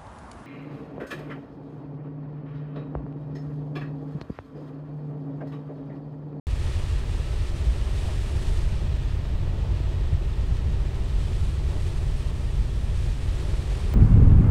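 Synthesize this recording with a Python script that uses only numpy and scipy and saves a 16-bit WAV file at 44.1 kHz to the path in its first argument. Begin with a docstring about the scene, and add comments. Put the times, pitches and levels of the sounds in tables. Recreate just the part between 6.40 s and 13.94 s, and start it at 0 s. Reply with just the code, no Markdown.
"""An open snowfield, some distance from an erupting cone geyser.
Light wind buffets the microphone. Eddies in the churning column radiate a rumble and a throb.
Steam hisses, brighter or duller as the plume sways, and spray patters on the cone.
The turbulent jet roars, and the flow excites resonances in the rocky vent and the hollows of the cone."""
import sys
import numpy as np
from scipy import signal
from scipy.fft import rfft, irfft
from scipy.io import wavfile
from scipy.ndimage import uniform_filter1d

SR = 44100
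rng = np.random.default_rng(int(sys.argv[2]) if len(sys.argv) > 2 else 0)


def transcribe(signal):
    """Save signal, clipped to [-1, 1], as a 16-bit WAV file at the path in sys.argv[1]."""
    frames = np.atleast_2d(signal).T
    limited = np.clip(frames, -1, 1)
    pcm = np.round(limited * 32767).astype(np.int16)
    wavfile.write(sys.argv[1], SR, pcm)


N = 332514
TIME = np.arange(N) / SR
BIN_HZ = np.maximum(np.arange(N // 2 + 1) * SR / N, 1)


def from_db(db):
    """Decibels to amplitude ratio."""
    return 10 ** (np.asarray(db) / 20)


def rms_one(x):
    """Normalisation to unit rms."""
    return x / np.sqrt(np.mean(x ** 2) + 1e-20)


def in_time(rows):
    """Linear interpolation of each column against the first, which is time."""
    times, *columns = np.transpose(rows)
    return [np.interp(TIME, times, values) for values in columns]


def swells(rows):
    """Raised-cosine rises and dips of level, in dB."""
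    return sum(db * np.cos(np.pi * np.clip((TIME - centre) / length, -.5, .5)) ** 2
               for centre, length, db in rows)


def colour(x, spectrum):
    """Spectral shaping, with nothing above the spectrum's last point; unit rms."""
    hz, db = np.transpose(spectrum)
    gain = from_db(np.interp(np.log(BIN_HZ), np.log(hz), db, right=-np.inf))
    return rms_one(irfft(rfft(x) * gain, N))


def drift(rate_hz):
    """Random fluctuation: noise low-passed by two poles at rate_hz; unit rms."""
    pole = np.exp(-2 * np.pi * rate_hz / SR)
    slow = signal.lfilter([1], [1, -2 * pole, pole * pole], rng.standard_normal(N + SR))
    return rms_one(slow[SR:])


def turbulence(spectrum, steady_s):
    """Flow noise: coloured noise whose power is held near one over spans of steady_s."""
    noise = colour(rng.standard_normal(N), spectrum)
    span = max(int(steady_s * SR), 1000)
    local_power = uniform_filter1d(uniform_filter1d(noise ** 2, span), span)
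    return noise / np.sqrt(local_power)


def blown_resonance(hz, width_hz):
    """Cavity resonance: turbulent forcing yields a narrow noise band whose centre may move."""
    phase = 2 * np.pi * np.cumsum(hz * np.ones(N)) / SR
    return rms_one(drift(width_hz) * np.cos(phase) + drift(width_hz) * np.sin(phase))


# Wind spectrum. Each row: frequency in Hz, relative density in dB.
WIND_SPECTRUM = [(10, -7), (21, -4.5), (31, 4), (39, 4.5), (46, 2), (55, 2), (70, -10.5), (300, -74)]
# Stronger gusts. Each row: centre in seconds, length in seconds, rise in dB.
WIND_GUSTS = [(0.5, 0.4, 2.5), (2.17, 0.43, 7.5), (4.12, 0.17, 4), (4.8, 0.33, 5.5), (5.71, .16, 10),
              (6.2, .14, 7), (6.54, 0.24, 7.5), (7.49, .2, 4)]
def wind(level_db=-28.5):
    """Turbulent pressure fluctuations: a breeze buffets the microphone in the lowest bass."""
    return from_db(level_db + swells(WIND_GUSTS)) * turbulence(WIND_SPECTRUM, steady_s=0.15)


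# Spectra of the large and the smaller eddies. Each row: frequency in Hz, relative density in dB.
RUMBLE_SPECTRUM = [(25, -8.5), (40, -17), (50, 0), (58, -1.5), (70, -0.5), (80, -4), (90, 0.5),
                   (103, -12.5), (130, -23.5), (200, -81)]
THROB_SPECTRUM = [(70, -26), (104, -5.5), (120, 0.5), (142, 1), (158, -8.5), (173, -12.5), (192, -10),
                  (215, -19.5), (260, -20.5), (400, -70)]
# Their envelopes. Each row: time in seconds, relative level in dB.
RUMBLE_ENVELOPE = [(0.1, -26), (0.85, -28.5), (1.2, -24), (1.9, -29), (3.2, -26), (4.6, -28), (5.1, -26),
                   (6.3, -29.5), (6.7, -26), (7.5, -26.5)]
THROB_ENVELOPE = [(0.1, -36), (1.7, -37.0), (3.1, -32.5), (3.7, -36.0), (4.3, -34.5), (4.8, -35),
                  (6.8, -34.5), (7.5, -35)]
# Thumps of the largest eddies. Each row: centre in seconds, rise in dB.
EDDY_THUMPS = [(1.96, 4), (3.75, 7), (4.11, 3), (4.29, 5.5), (4.39, 4), (5.06, 2.5), (5.67, 2), (6.19, 4),
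               (6.68, 4.5)]
def column(thump_s=0.13):
    """Eddy size sets frequency: large eddies rumble, smaller ones throb; a thump lifts both."""
    rumble_db, = in_time(RUMBLE_ENVELOPE)
    throb_db, = in_time(THROB_ENVELOPE)
    thump_db = swells([(centre, thump_s, db) for centre, db in EDDY_THUMPS])
    rumble = from_db(rumble_db + 1.1 * drift(7.5)) * turbulence(RUMBLE_SPECTRUM, steady_s=0.09)
    throb = from_db(throb_db - 0.5) * turbulence(THROB_SPECTRUM, steady_s=0.09)
    return (rumble + throb) * from_db(thump_db)


def spray(drops_per_s, size_spread_db):
    """Shot noise: drops of uneven size strike the cone at a rate that wanders about drops_per_s."""
    lands = rng.random(N) < drops_per_s * from_db(3.5 * drift(18)) / SR
    sizes = from_db(size_spread_db * np.minimum(rng.exponential(1, N), 4))
    return rms_one(lands * sizes * rng.choice([-1, 1], N))


# Treble bands. 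Each row: centre in Hz, gain in dB per dB of brightness.
TREBLE_BANDS = [(2800, 0.05), (5000, 0.42), (8000, 0.95), (11000, 1.8)]
def brighten(x, bright_db):
    """Varying spectral tilt: the treble swells or fades, the highest bands most."""
    centres, shares = np.transpose(TREBLE_BANDS)
    spectrum, tilted = rfft(x), 0
    for share, pick in zip(shares, np.eye(len(shares))):
        band = irfft(spectrum * np.interp(BIN_HZ, centres, pick), N)
        tilted = tilted + band * from_db(share * bright_db)
    return tilted


# Steam spectrum. Each row: frequency in Hz, relative density in dB.
HISS_SPECTRUM = [(400, -24), (800, -6), (1150, 1), (1470, -3), (1720, 1), (2120, -1.5), (2450, 0.5),
                 (3500, -1.04), (5000, -6), (6900, -10.5), (8100, -9), (9200, -12), (11000, -20),
                 (16000, -38)]
# Sway of the plume. Each row: time in seconds, relative levels of the hiss and of its top in dB.
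PLUME_SWAY = [(0.1, -49.5, -60), (0.3, -46.6, -56), (0.62, -48.5, -58.5), (1.4, -48.5, -58.5),
              (1.65, -47.5, -55.9), (2.15, -48.3, -57), (2.55, -50.5, -64), (3.0, -52.0, -66.5),
              (3.4, -51, -65), (3.8, -51.5, -65), (4.5, -51.5, -63.7), (5.03, -49.5, -58),
              (5.2, -51.2, -61.5), (5.4, -50, -58.5), (6.3, -51.5, -60.9), (7.0, -48.9, -57.5),
              (7.5, -49.5, -59)]
# Spurts and chokes. Each row: centre in seconds, length in seconds, change in dB,
# which is divided between level and brightness.
STEAM_SPURTS = [(0.64, .12, -2), (2.1, .2, 0.5), (4.16, 0.081, 2), (4.81, 0.1, 2.5), (5.8, .12, 1.5),
                (6.61, .18, 2), (6.79, 0.15, -2), (7.4, 0.2, 1.5)]
# Vent resonances. Each row: frequency, width and wander in Hz, relative level in dB,
# gain in dB per dB of brightness.
VENT_MODES = [(1294, 49, 10, -15, 0), (1883, 85, 35, -12.3, -0.3)]
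def steam(spray_db=-9.5, usual_top_db=-9.5, level_share=0.62):
    """Broadband flow noise, with spray and vent resonances; its treble follows the plume's sway."""
    hiss_db, top_db = in_time(PLUME_SWAY)
    spurt_db = swells(STEAM_SPURTS) + 0.5 * drift(13)
    bright_db = top_db - hiss_db - usual_top_db + (1 - level_share) * spurt_db
    sputter = rng.standard_normal(N) * from_db(0.63 * drift(35))
    patter = from_db(spray_db) * spray(drops_per_s=1500, size_spread_db=4.5)
    hiss = from_db(1.64) * brighten(colour(sputter + patter, HISS_SPECTRUM), bright_db)
    vent = sum(from_db(db + follows * bright_db) * blown_resonance(hz + wander * drift(1.2), width)
               for hz, width, wander, db, follows in VENT_MODES)
    return from_db(hiss_db + level_share * spurt_db) * (hiss + vent)


# Jet spectrum. Each row: frequency in Hz, relative density in dB.
JET_SPECTRUM = [(120, -23), (210, 1), (265, 0), (300, 0), (430, -0.5), (510, -3.5), (720, -7), (1000, -10),
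                (1250, -15.5), (1500, -18.5), (3000, -57)]
# Jet envelope. Each row: time in seconds, relative level in dB.
JET_ENVELOPE = [(0.1, -44), (1.9, -42.5), (2.8, -44), (3.4, -43.0), (4.3, -44), (5.3, -43.5), (6.5, -45.5),
                (7.1, -43)]
# Surges as slugs of water pass. Each row: centre in seconds, length in seconds, rise in dB.
JET_SURGES = [(1.23, 0.12, 1), (1.70, 0.22, 3.5), (2.07, .2, 2), (4.27, 0.064, 3), (5.34, 0.15, 3),
              (6.05, .12, 2), (7.07, .3, 1.5), (7.38, .18, 2)]
# Hollows of the cone. Each row: frequency in Hz, width in Hz, relative level in dB.
CONE_MODES = [(341.5, 34, -9), (387, 34, -8), (600, 50, -12.5), (876, 56, -17.5)]
def jet():
    """Turbulent mixing noise: a broad roar surges, flutters and excites the hollows of the cone."""
    jet_db, = in_time(JET_ENVELOPE)
    hollows = sum(from_db(db) * blown_resonance(hz, width) for hz, width, db in CONE_MODES)
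    flutter_db = drift(27)
    roar = from_db(-0.68) * turbulence(JET_SPECTRUM, steady_s=0.07)
    return (roar + hollows) * from_db(jet_db - 0.9 + swells(JET_SURGES) + flutter_db)


def scene():
    """Superposition in a free field: snow absorbs the reflections, so every source arrives dry."""
    return (column() + jet() + steam() + wind())[None]


def record(dry):
    """Self-noise and band limiting: the microphone adds faint hiss; the sound opens abruptly."""
    self_noise_db, start_s, cutoff_hz = -68.8, 0.069, 15750
    self_noise = from_db(self_noise_db) * rng.standard_normal(dry.shape)
    low_pass = signal.ellip(12, .1, 80, cutoff_hz, fs=SR, output="sos")
    return signal.sosfilt(low_pass, (dry + self_noise) * (TIME >= start_s))


dry = scene()
out = record(dry)
transcribe(out)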